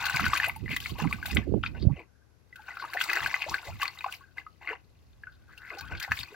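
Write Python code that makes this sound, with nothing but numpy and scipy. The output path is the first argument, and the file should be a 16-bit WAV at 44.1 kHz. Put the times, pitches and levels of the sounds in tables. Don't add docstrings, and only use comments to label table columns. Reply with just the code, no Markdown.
import sys
import numpy as np
from scipy import signal
from scipy.fft import rfft, irfft
from scipy.io import wavfile
from scipy.ndimage import uniform_filter1d

SR = 44100
rng = np.random.default_rng(int(sys.argv[2]) if len(sys.argv) > 2 else 0)


def dump_mix(stems):
    frames = np.atleast_2d(stems).T
    limited = np.clip(frames, -1, 1)
    pcm = np.round(limited * 32767).astype(np.int16)
    wavfile.write(sys.argv[1], SR, pcm)


N = 280035
TIME = np.arange(N) / SR

# time in seconds, level in dB.
STREAM = [(0, -29), (.45, -34.5), (.53, -51), (.63, -56.5), (.76, -51), (1.33, -47.5), (1.47, -65.5),
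          (1.95, -68), (2.1, -93), (2.48, -74), (2.68, -55), (2.96, -44), (3.14, -33), (3.4, -37.5),
          (3.77, -50.5), (4.08, -47), (4.28, -71.5), (5.45, -71), (5.72, -53), (6.2, -52), (6.35, -50.5)]
# start and end in seconds, then churning, spray and
# glugging levels in dB.
SLUGS = [(.15, .2, -28.5, -52, -60), (.342, .37, -30.5, -44, -45.5), (.435, .45, -26, -63, -58),
         (.71, .75, -47.5, -47, -65), (.82, .9, -49.5, -44.5, -68), (.995, 1.03, -33.5, -49.5, -42.5),
         (1.105, 1.135, -46.5, -52, -52), (1.26, 1.33, -39, -47.5, -67), (1.378, 1.395, -36, -60.5, -37.5),
         (1.65, 1.665, -41.5, -59.5, -62), (1.755, 1.78, -45.5, -84, -43.5),
         (1.975, 2.005, -44.5, -72.5, -41.5), (2.69, 2.71, -38.5, -73, -69), (2.825, 2.85, -50, -63, -48.5),
         (2.945, 2.96, -44.5, -58.5, -48), (3.012, 3.04, -39.5, -39.5, -69),
         (3.095, 3.115, -31, -46.5, -40.5), (3.16, 3.18, -29.5, -58.5, -40),
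         (3.225, 3.265, -31.5, -48, -49.5), (3.32, 3.35, -34.5, -60, -58), (3.495, 3.55, -47, -46.5, -45.5),
         (3.655, 3.69, -42.5, -50.5, -49.5), (3.812, 3.86, -34.5, -50, -55), (4.115, 4.155, -56, -49, -84),
         (4.38, 4.395, -44.5, -62, -58), (4.625, 4.66, -42.5, -68, -61), (4.69, 4.73, -36.5, -65.5, -46.5),
         (5.725, 5.76, -46, -78, -41.5), (5.915, 5.945, -39.5, -77, -42.5),
         (6.025, 6.045, -42.5, -49.5, -74), (6.125, 6.22, -52, -46, -77)]
# frequency in Hz, level in dB.
CHURN_TONE = [(400, -23.5), (650, -8), (800, -10), (1130, -5), (1330, -12), (1550, -10), (2100, -1.5),
              (2800, 2.5), (3300, -21.5), (4500, -17.5), (5300, -61.5), (8000, -37), (16000, -70.5)]
GLUG_TONE = [(120, -25), (220, -25), (320, 9), (550, 3), (750, 8.5), (1100, -34), (3000, -64.5)]
SPRAY_TONE = [(800, -15), (2500, 7.5), (4500, 8), (6000, -0.5), (7500, 2), (8700, -8), (10000, -2),
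              (11500, 1), (15800, 2.5)]
RUMBLE_TONE = [(12, -45.5), (28, -15), (45, 1.5), (75, 8), (120, 1.5), (190, -9.5), (300, -30.5),
               (600, -38.5), (2000, -85)]
FLUTTER_TONE = [(80, -32.5), (180, 3.5), (260, 4.5), (400, -6.5), (600, -22), (1000, -33.5), (2500, -52.5),
                (6000, -81)]
HISS_TONE = [(100, 5.5), (250, -2.5), (400, -3.5), (700, -9.5), (1500, -13), (3000, -22), (6000, -20),
             (9000, -31.5), (11500, -22.5), (16000, -50.5)]
# time in seconds, level in dB.
FLURRIES = [(0.055, -31.5), (0.095, -37), (0.1597, -27.5), (.2042, -41), (0.252, -33), (0.277, -38),
            (.3736, -35), (0.4626, -40.5), (0.763, -26), (0.8015, -40), (.985, -45), (1.0177, -42),
            (1.257, -33), (1.311, -43), (0.559, -56), (2.557, -51.5), (2.934, -36), (3.013, -38),
            (3.0383, -34), (3.1308, -34.5), (3.153, -35), (3.271, -41), (3.5414, -40), (3.816, -34.5),
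            (3.8293, -31.5), (4.1236, -41), (5.5762, -53), (5.785, -46), (5.808, -44.5), (5.998, -40.5),
            (6.0253, -35), (6.192, -44)]
# time in seconds, level in dB.
CONE_HUM = [(0, -38), (.45, -48), (.6, -85), (1.3, -71), (2.05, -78.5), (2.2, -73), (2.45, -90),
            (2.57, -56), (2.75, -47), (3.1, -52), (3.6, -102), (4.25, -59.5), (4.55, -102), (5.2, -83),
            (5.28, -52.5), (5.4, -74.5), (5.6, -50.5), (6.05, -45.5), (6.35, -72)]
# pitch in Hz, width in Hz, level in dB.
FUNNEL_NOTES = [(795, 70, 0), (1120, 80, 2), (1518, 42, 8), (2036, 55, 6), (2505, 60, 2), (2760, 70, 1),
                (3040, 80, -3), (3800, 200, -7), (4500, 220, 2)]
# frequency in Hz, seconds to fade by 60 dB.
BAY_ECHOES = [(200, 0.17), (1500, 0.22), (4000, 0.1), (14000, 0.097)]
# frequency in Hz, lead over the right in dB.
LEFT_LEAD = [(400, 1), (1000, 3), (1600, 3), (2800, 5), (4500, 5.5),
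             (7000, .5), (9000, -1), (14000, .5)]
# time in seconds, left level in dB, right level in dB.
BREEZE_LEVELS = [(0, -50, -43.5), (.85, -52, -41), (1.35, -44.5, -38), (1.92, -44.5, -32.5),
                 (2.05, -57, -80), (2.9, -56.5, -82), (4.1, -55, -84), (5.1, -55.5, -54.5), (5.5, -54, -56),
                 (5.65, -54.5, -71), (6.35, -59, -68)]
# time in seconds, level in dB, pitch in Hz.
BIG_BUBBLES = [(.041, -19.5, 2650), (0.065, -16.5, 1550), (0.0963, -15.5, 1520), (0.1447, -18, 1540),
               (0.1695, -12, 2300), (0.1954, -12, 1350), (0.2416, -18, 1470), (.254, -15.5, 1670),
               (0.2637, -11.5, 1470), (0.333, -9, 1175), (0.3517, -16.5, 1600), (0.3601, -21, 1600),
               (0.3716, -14.5, 2410), (0.3999, -9.5, 1800), (0.4315, -13, 1990), (0.4412, -17, 1560),
               (0.46, -21.5, 1950), (0.4955, -16, 2230), (0.5598, -32.5, 880), (.659, -30.5, 2013),
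               (0.679, -24.5, 1870), (0.6916, -26.5, 2260), (0.7156, -18.5, 2190), (.764, -15.5, 1960),
               (.859, -17, 2230), (0.9992, -27, 1164), (1.047, -28.5, 990), (1.0727, -26.5, 2200),
               (1.1096, -27, 1130), (1.1269, -13, 2370), (1.2272, -22, 1585), (1.256, -26.5, 1543),
               (1.31, -24, 2570), (1.3685, -8.5, 2220), (1.6363, -16, 1367), (1.662, -18.5, 2460),
               (1.825, -31.5, 4590), (1.9925, -33.5, 2270), (2.135, -67, 1550), (2.22, -59, 1600),
               (2.5262, -37.5, 1983), (2.5565, -38, 1537), (2.5921, -41, 858), (2.681, -33.5, 1510),
               (2.7057, -30, 1960), (2.7696, -25, 1400), (2.7973, -29, 1470), (2.8233, -25.5, 1090),
               (2.8392, -25.5, 926), (2.8481, -26, 1230), (2.934, -24, 1670), (2.972, -15, 1870),
               (2.9874, -27, 2054), (3.011, -13, 1550), (3.0368, -23, 2100), (3.0957, -17, 1670),
               (3.1137, -20.5, 1320), (3.1308, -13.5, 1940), (3.1544, -21.5, 2030), (3.163, -13.5, 1830),
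               (3.171, -14, 1570), (3.204, -19.5, 1680), (3.231, -18.5, 1840), (3.2608, -13, 1604),
               (3.3126, -25.5, 1720), (3.3417, -9, 2040), (3.3541, -27, 2120), (3.4197, -15.5, 2470),
               (3.4407, -22.5, 2230), (3.5419, -12, 1600), (3.8152, -19.5, 1600), (3.8283, -16, 1140),
               (3.8551, -16.5, 2350), (3.8793, -19, 4360), (3.9885, -29, 3790), (4.0079, -25, 2430),
               (4.0426, -17.5, 1057), (4.0612, -23.5, 768), (4.1235, -28, 2840), (4.1384, -29.5, 2290),
               (4.2067, -44.5, 1100), (4.2365, -42, 1580), (4.3726, -34.5, 1650), (4.3816, -23, 2060),
               (4.4644, -31, 1258), (4.6738, -20, 2145), (4.6892, -24, 2220), (4.7288, -26.5, 962),
               (5.2349, -30, 1690), (5.269, -32, 1462), (5.576, -36, 2750), (5.7036, -26, 2120),
               (5.7702, -35.5, 787), (5.787, -33.5, 1460), (5.8085, -33.5, 1577), (5.9205, -25.5, 1510),
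               (5.9509, -25, 2310), (5.9991, -27, 2430), (6.0474, -24, 1870), (6.1107, -23, 1690),
               (6.118, -8, 1730), (6.1731, -27, 2250), (6.19, -22, 3630), (6.232, -23, 4450)]
# frequency in Hz, level in dB.
SPLAT_TONE = [(300, -32.5), (600, -13.5), (800, -4), (1150, 1.5), (1550, 2), (2100, 5.5), (2800, -0.5),
              (3400, -27.5), (4500, -9.5), (5500, -35), (9000, -43)]
# start and end in seconds, left and right rumble in dB, flap pitch in Hz, flap in dB.
WIND_GUSTS = [(0.14, .165, -48, -55, 136, -31), (0.197, 0.3, -45, -33, 180, -33.5),
              (0.625, 0.662, -56, -30, 220, -38), (.688, 0.746, -56, -47, 213, -35),
              (0.918, 0.934, -39, -30, 270, -40.5), (1.011, 1.092, -48, -34, 210, -24.5),
              (1.092, 1.16, -41, -40, 200, -40.5), (1.333, 1.396, -40, -23, 242, -27),
              (1.466, 1.503, -53, -30.5, 300, -28), (1.51, 1.588, -40.5, -24.5, 291, -26),
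              (1.539, 1.551, -50, -38, 534, -21), (1.828, 1.856, -51, -22, 285, -26),
              (1.858, 1.941, -51, -34, 180, -23), (3.227, 3.273, -40, -44, 135, -48.5),
              (3.498, 3.523, -40, -45, 131.6, -47.5), (3.688, 3.766, -41.5, -38, 100, -56),
              (5.823, 5.903, -41.5, -74, 150, -60), (5.928, 5.967, -37, -35, 135, -61),
              (6.111, 6.127, -38, -37, 125, -36.5), (6.2, 6.227, -42.5, -70, 110, -49)]
# time in seconds, level in dB, pitch in Hz.
FILM_BURSTS = [(.146, -29, 13400), (.34, -30.5, 6640), (.482, -26, 12200), (.561, -35, 11700),
               (.764, -43, 7700), (1.128, -38, 9350), (1.26, -26.5, 13300), (1.283, -36, 12500),
               (1.347, -31, 7800), (1.349, -28, 12400), (3.494, -29.5, 5300)]
# start and end in seconds, pitch in Hz, level in dB.
FROTH_SLURPS = [(0.24, 0.249, 2360, -27), (0.44, 0.453, 2750, -23.5), (0.7, 0.751, 2420, -32.5),
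                (1.369, 1.375, 2850, -22), (1.63, 1.643, 3040, -33), (1.657, 1.679, 3750, -41.5),
                (1.757, 1.778, 2210, -58), (1.791, 1.848, 4000, -52), (1.912, 2.02, 2300, -56.5),
                (2.703, 2.723, 2020, -52), (2.788, 2.83, 4360, -47.5), (3.003, 3.013, 2700, -30),
                (3.092, 3.109, 2070, -25.5), (3.17, 3.174, 1980, -27), (3.413, 3.437, 2560, -34),
                (3.58, 3.59, 2300, -36), (3.815, 3.836, 2350, -29), (4.61, 4.641, 2100, -60),
                (4.672, 4.734, 1890, -36.5), (4.751, 4.762, 1960, -45.5), (5.317, 5.36, 4200, -66.5),
                (5.702, 5.743, 1370, -45.5), (5.781, 5.805, 5450, -43.5), (5.97, 5.988, 3900, -45),
                (6.022, 6.044, 4730, -38.5)]
# time in seconds, level in dB, pitch in Hz.
AIR_SWIRLS = [(0.281, -19.5, 80), (1.057, -17, 191), (1.075, -14, 132), (1.35, -24, 131.3),
              (1.5234, -16, 306), (1.5422, -23, 614), (1.5448, -21, 476), (1.872, -5.5, 88)]
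# start and end in seconds, first and last pitch in Hz, level in dB.
AIR_POCKETS = [(0.469, 0.501, 667, 1050, -35.5), (0.95, 0.971, 940, 1060, -46.5),
               (0.985, 1.015, 515, 1660, -34), (1.041, 1.055, 790, 1170, -35),
               (1.88, 1.907, 580, 1114, -42.5), (2.947, 2.959, 717, 880, -29),
               (2.968, 2.993, 1730, 2200, -32), (3.461, 3.49, 541, 980, -34),
               (3.512, 3.561, 890, 1780, -34.5), (3.667, 3.718, 508, 1160, -42),
               (4.055, 4.096, 805, 1580, -39), (4.706, 4.721, 418, 515, -35),
               (5.492, 5.546, 1360, 2000, -53.5), (5.619, 5.697, 1620, 2480, -47),
               (5.808, 5.891, 840, 2050, -50), (6.012, 6.059, 1600, 2400, -36.5),
               (6.077, 6.09, 834, 1190, -39.5), (6.304, 6.35, 310, 620, -48.5)]

FULL_FLOW_DB = -28.5


def amp(db):
    return 10 ** (np.asarray(db) / 20)


def unit(x):
    return x / np.sqrt(np.mean(x ** 2) + 1e-20)


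def curve(table, column):
    rows = np.array(table)
    return np.interp(TIME, rows[:, 0], rows[:, column])


def read(points, hz):
    known_hz, value = np.transpose(points)
    return np.interp(np.log(hz + 1), np.log(known_hz), value)


def add(mix, s, sound):
    part = mix[max(round(s * SR), 0):][:len(sound)]
    part += sound[:len(part)]


def convolve(x, response):
    return signal.fftconvolve(np.atleast_2d(x), np.atleast_2d(response), axes=1)[:, :N]


def colour(x, tone, size=4096):
    log_gain = np.log(amp(read(tone, abs(np.fft.fftfreq(size, 1 / SR)))))
    spectrum = np.exp(np.conj(signal.hilbert(log_gain)))
    return unit(convolve(x, np.fft.ifft(spectrum).real))


def steady(x, span_s):
    size = max(int(span_s * SR), 2)
    power = (np.atleast_2d(x) ** 2).mean(0)
    power = uniform_filter1d(uniform_filter1d(power, size), size)
    return x / np.sqrt(abs(power) + 1e-6)


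def lurch(depth_db, span_s):
    size = max(int(span_s * SR), 2)
    swing = uniform_filter1d(rng.standard_normal(N), size)
    swing = unit(uniform_filter1d(swing, size // 3 + 1))
    return unit(amp(depth_db * np.clip(swing, -2, 2)))


def patchy(x, depth_db, patch_hz=1400, patch_s=.006):
    spectra = signal.stft(x, SR, nperseg=128)[2]
    patches = rng.standard_normal(spectra.shape[1:])
    for axis, size in enumerate([patch_hz * 128 / SR, patch_s * SR / 64]):
        patches = uniform_filter1d(patches, max(round(size), 1), axis)
    return signal.istft(spectra * amp(depth_db * unit(patches)), SR, nperseg=128)[1][:, :N]


def swells(table, column, attack_s, release_s, lead_s=.1):
    power = np.zeros(N)
    t = np.arange(SR // 2) / SR - lead_s
    for row in table:
        start, end = row[:2]
        early = np.maximum(-t, 0) / attack_s
        late = np.maximum(t - (end - start), 0) / release_s
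        add(power, start - lead_s, amp(row[column]) ** 2 * np.exp(-2 * (early ** 2 + late)))
    return power


def burst(texture, start, end, hz, octaves_wide, taper):
    size = max(int((end - start) * SR), 64)
    octaves = np.log2(np.fft.rfftfreq(8192, 1 / SR) / hz + 1e-6)
    spectrum = rfft(np.roll(texture, 1024 - int(start * SR))[:8192])
    band = irfft(spectrum / (1 + (octaves / octaves_wide) ** 2 / 4) ** 2)[1024:][:size]
    return unit(band * signal.windows.tukey(len(band), taper))


def noise_band(size, hz, width_hz):
    offset = (np.fft.rfftfreq(size, 1 / SR) - hz) / width_hz
    return irfft(rfft(rng.standard_normal(size)) / (1 + offset ** 2), size)


def bubble(hz, ring_s, rise, onset_cycles):
    t = np.arange(2600) / SR
    ring_s = max(ring_s, .002)
    turns = hz * np.cumsum(1 + rise * (np.minimum(t / ring_s, 1) - 1 / 6)) / SR
    onset = 1 - np.exp(-(t * hz / onset_cycles) ** 2)
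    return np.sin(2 * np.pi * turns) * np.exp(-np.log(1000) * t / ring_s) * onset


def swarm(low_hz, high_hz, per_s, cycles, spread_db, count=120):
    chance = rng.random(N)
    strength = np.minimum(rng.exponential(1, N), 3)
    kind = rng.integers(0, count, N)
    notes = [(-1) ** k * bubble(hz, cycles / hz, rise=.14, onset_cycles=1.2)
             for k, hz in enumerate(np.geomspace(low_hz, high_hz, count))]
    out = np.zeros(N)
    for i in np.flatnonzero(chance < per_s / SR):
        add(out, i / SR, amp(spread_db * strength[i]) * notes[kind[i]])
    return out


def pour(thin_db=-66.5):
    flow = curve(STREAM, 1)
    creeping = np.clip((thin_db - flow) / 10, 0, 1)
    spraying = -44.5 + .66 * (flow - FULL_FLOW_DB) - 8 * creeping
    glugging = -53.5 + .38 * (flow - FULL_FLOW_DB)
    return [10 * np.log10(amp(db) ** 2 + swells(SLUGS, column, attack_s=.014, release_s=.02))
            for column, db in enumerate([flow, spraying, glugging], start=2)]


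def churn(churning, glugging):
    small = colour(swarm(700, 5500, per_s=1400, cycles=27, spread_db=4.5), CHURN_TONE)[0]
    small = steady(small * lurch(depth_db=2.5, span_s=.007), span_s=.04)
    large = colour(swarm(270, 850, per_s=220, cycles=11, spread_db=3), GLUG_TONE)[0]
    large = steady(large, span_s=.0047)
    return small * amp(churning - 3.5) + large * amp(glugging - 3)


def spray(spraying, per_s=1400, spread_db=5, flurry_s=.0028):
    ticks = (rng.random(N) < per_s / SR) * amp(spread_db * np.minimum(rng.exponential(1, N), 3))
    ticks *= rng.choice([-1, 1], N)
    mist = rng.standard_normal((2, N))
    drops = steady(.41 * unit(ticks) + .51 * mist, span_s=.024)
    drops = patchy(drops, depth_db=5) * lurch(depth_db=2, span_s=.008)
    flurries = np.zeros(N)
    age = np.arange(1800) / SR / flurry_s
    thrown = [(s, spraying[int(s * SR)] + 2.5 + .35 * (db + 19)) for s, db, _ in BIG_BUBBLES]
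    for s, db in FLURRIES + thrown:
        add(flurries, s, amp(db + 1) * age * np.exp(1 - age))
    return colour(drops, SPRAY_TONE) * np.hypot(amp(spraying - 1), flurries)


def tiny_bubbles(churning, spraying):
    pings = swarm(3400, 8000, per_s=650, cycles=50, spread_db=5)
    pings = steady(unit(pings), span_s=.04)
    level_db = .44 * (churning - 11) + .56 * spraying
    thinning_db = np.interp(level_db, [-80, -62, -46], [-14, -7, 0])
    return pings * amp(level_db - 4 + thinning_db)


def trickle():
    hum = noise_band(N, hz=1515, width_hz=100) * lurch(depth_db=4, span_s=.014)
    return steady(hum, span_s=.13) * amp(curve(CONE_HUM, 1) - 3)


def funnel(x, ring_db=-5):
    t = np.arange(4000) / SR
    ring = np.zeros(len(t))
    for hz, width, db in FUNNEL_NOTES:
        fade = 2 * np.pi * width / SR * np.exp(-np.pi * width * t)
        ring += amp(db) * fade * np.cos(2 * np.pi * hz * t)
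    return x + amp(ring_db) * convolve(x, ring)


def engine_bay(x, near_db=-11, near_s=.014, tail_db=-19, size=12000):
    t = np.arange(size) / SR
    near, far = rng.standard_normal((2, 2, size)) * (rng.random((2, 2, size)) < .1)
    near = near * np.exp(-t / near_s) * (t > .0012)
    hz, when, spectra = signal.stft(far * (t > .006), SR, nperseg=256)
    fade = np.exp(-np.log(1000) * when / read(BAY_ECHOES, hz)[:, None])
    tail = signal.istft(spectra * fade, SR, nperseg=256)[1][:, :size]
    near, tail = (echo / np.linalg.norm(echo, axis=1, keepdims=True) for echo in (near, tail))
    return convolve(x, amp(near_db) * near + amp(tail_db) * tail)


def microphone_sides(x, lag_s=.000036):
    hz = np.fft.rfftfreq(N, 1 / SR)
    lead_db = read(LEFT_LEAD, hz)
    left = amp(lead_db / 2) * np.exp(-2j * np.pi * hz * lag_s)
    return irfft(rfft(x) * [left, amp(-lead_db / 2)], N)


def wind():
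    breeze_db = np.array([curve(BREEZE_LEVELS, column) for column in (1, 2)])
    gust_power = [swells(WIND_GUSTS, column, attack_s=.017, release_s=.022) for column in (2, 3)]
    level = np.sqrt(amp(breeze_db) ** 2 + gust_power)
    rumble = [steady(colour(rng.standard_normal(N), RUMBLE_TONE)[0], span_s=.035) for _ in level]
    flutter = [steady(colour(rng.standard_normal(N), FLUTTER_TONE)[0], span_s=.026) for _ in level]
    flutter_db = [np.full(N, -15), np.interp(breeze_db[1], [-54, -40], [-28, -12])]
    return level * (amp(-2) * np.array(rumble) + amp(flutter_db) * np.array(flutter))


def outdoors(level_db=-70):
    hiss = colour(rng.standard_normal((2, N)), HISS_TONE)
    hiss = signal.sosfilt(signal.butter(2, 250, "high", fs=SR, output="sos"), hiss)
    return amp(level_db) * unit(hiss)


def stray_bubbles(churning, centre_hz=1850, octaves=.4, least_db=-54, count=150):
    when = (np.arange(count) + rng.random(count)) / count * (N - 1)
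    level = churning[when.astype(int)]
    strength, pitch = np.clip(rng.standard_normal((count, 2)), -2, 2).T
    db = FULL_FLOW_DB + 5 + .8 * (level - FULL_FLOW_DB) + 2 * strength
    rows = np.transpose([when / SR, db, centre_hz * 2 ** (octaves * pitch)])
    return list(rows[level > least_db])


def big_bubbles(churning, splat_s=.0045):
    rings, splats = np.zeros(N), np.zeros(N)
    t = np.arange(1500) / SR
    splat_shape = np.exp(-t / splat_s) * (1 - np.exp(-t / .001))
    rows = BIG_BUBBLES + stray_bubbles(churning)
    for (s, db, hz), (late, smaller) in zip(rows, rng.random((400, 2))):
        calm = np.interp(db, [-35, -26], [1, 0])
        ring_s = .018 * 2 ** (-(db + 20) / 42) * (1800 / hz) ** .75
        ring_s *= np.interp(churning[int(s * SR)], [-65, -35], [1.45, 1])
        ring = bubble(hz, ring_s, rise=.05, onset_cycles=.8 + 20 * ring_s + 1.5 * calm)
        add(rings, s, amp(db - .5) * ring / abs(ring).max())
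        splash_db = db - 9 * calm
        twin = bubble(hz * (1.15 + .9 * smaller), ring_s / 2, rise=.1, onset_cycles=3)
        add(rings, s + .0015 * late, amp(splash_db - 11) * twin)
        add(splats, s - .001, amp(splash_db - 10) * splat_shape)
    splats *= rng.standard_normal(N)
    return rings + np.std(splats) * colour(splats, SPLAT_TONE)[0]


def gusts(left_db=-22):
    out = np.zeros(N)
    lumps = swarm(97, 700, per_s=260, cycles=9, spread_db=6)
    for start, end, _, _, hz, db in WIND_GUSTS:
        add(out, start, amp(db - 1) * burst(lumps, start, end, hz, octaves_wide=.52, taper=.3))
    return out * amp([[left_db], [0]])


def fizzes(fade_s=.0023, size=1024):
    out = np.zeros(N)
    age = np.arange(size) / SR / fade_s
    for s, db, hz in FILM_BURSTS:
        hiss = unit(noise_band(size, hz, width_hz=1300))
        add(out, s, amp(db) / 2 * age * np.exp(1 - age) * hiss)
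    return out


def slurps():
    out = np.zeros(N)
    froth = swarm(600, 6000, per_s=5400, cycles=14, spread_db=4)
    for start, end, hz, db in FROTH_SLURPS:
        add(out, start, amp(db) * burst(froth, start, end, hz, octaves_wide=.25, taper=.28))
    return out


def swirls():
    out = np.zeros((2, N))
    for s, db, hz in AIR_SWIRLS:
        t = np.arange(-2 / hz, 2 / hz, 1 / SR)
        spread = (np.pi * hz * t) ** 2
        add(out[1], s + t[0], amp(db) * (1 - 2 * spread) * np.exp(-spread))
    return out


def gulps(step_s=.0037, spread_db=4):
    out = np.zeros(N)
    for start, end, from_hz, to_hz, db in AIR_POCKETS:
        length = end - start
        chain = np.zeros(int(length * SR) + 2600)
        for t, (late, detune, strength) in zip(np.arange(0, length, step_s), rng.normal(size=(40, 3))):
            hz = from_hz * (to_hz / from_hz) ** (t / length) * np.exp(.06 * detune)
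            blip = bubble(hz, 21 / hz, rise=.15, onset_cycles=1)
            add(chain, t + step_s * late / 3, amp(spread_db * strength) * blip)
        add(out, start, amp(db) * chain * np.sqrt(length * SR / np.sum(chain ** 2)))
    return out


def scene():
    churning, spraying, glugging = pour()
    pool = big_bubbles(churning) + gulps() + churn(churning, glugging) + slurps()
    splashes = amp(-6) * pool + spray(spraying) + tiny_bubbles(churning, spraying)
    liquid = funnel(splashes) + trickle() + fizzes()
    return microphone_sides(liquid + engine_bay(liquid)) + wind() + gusts() + swirls() + outdoors()


def record(dry, low_hz=38, high_hz=15900):
    cut = signal.sosfilt(signal.butter(3, low_hz, "high", fs=SR, output="sos"), dry)
    treble_cut = signal.firwin(511, high_hz, window=("kaiser", 9), fs=SR)
    return signal.oaconvolve(cut, treble_cut[None], "same")


dry = scene()
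out = record(dry)
dump_mix(out)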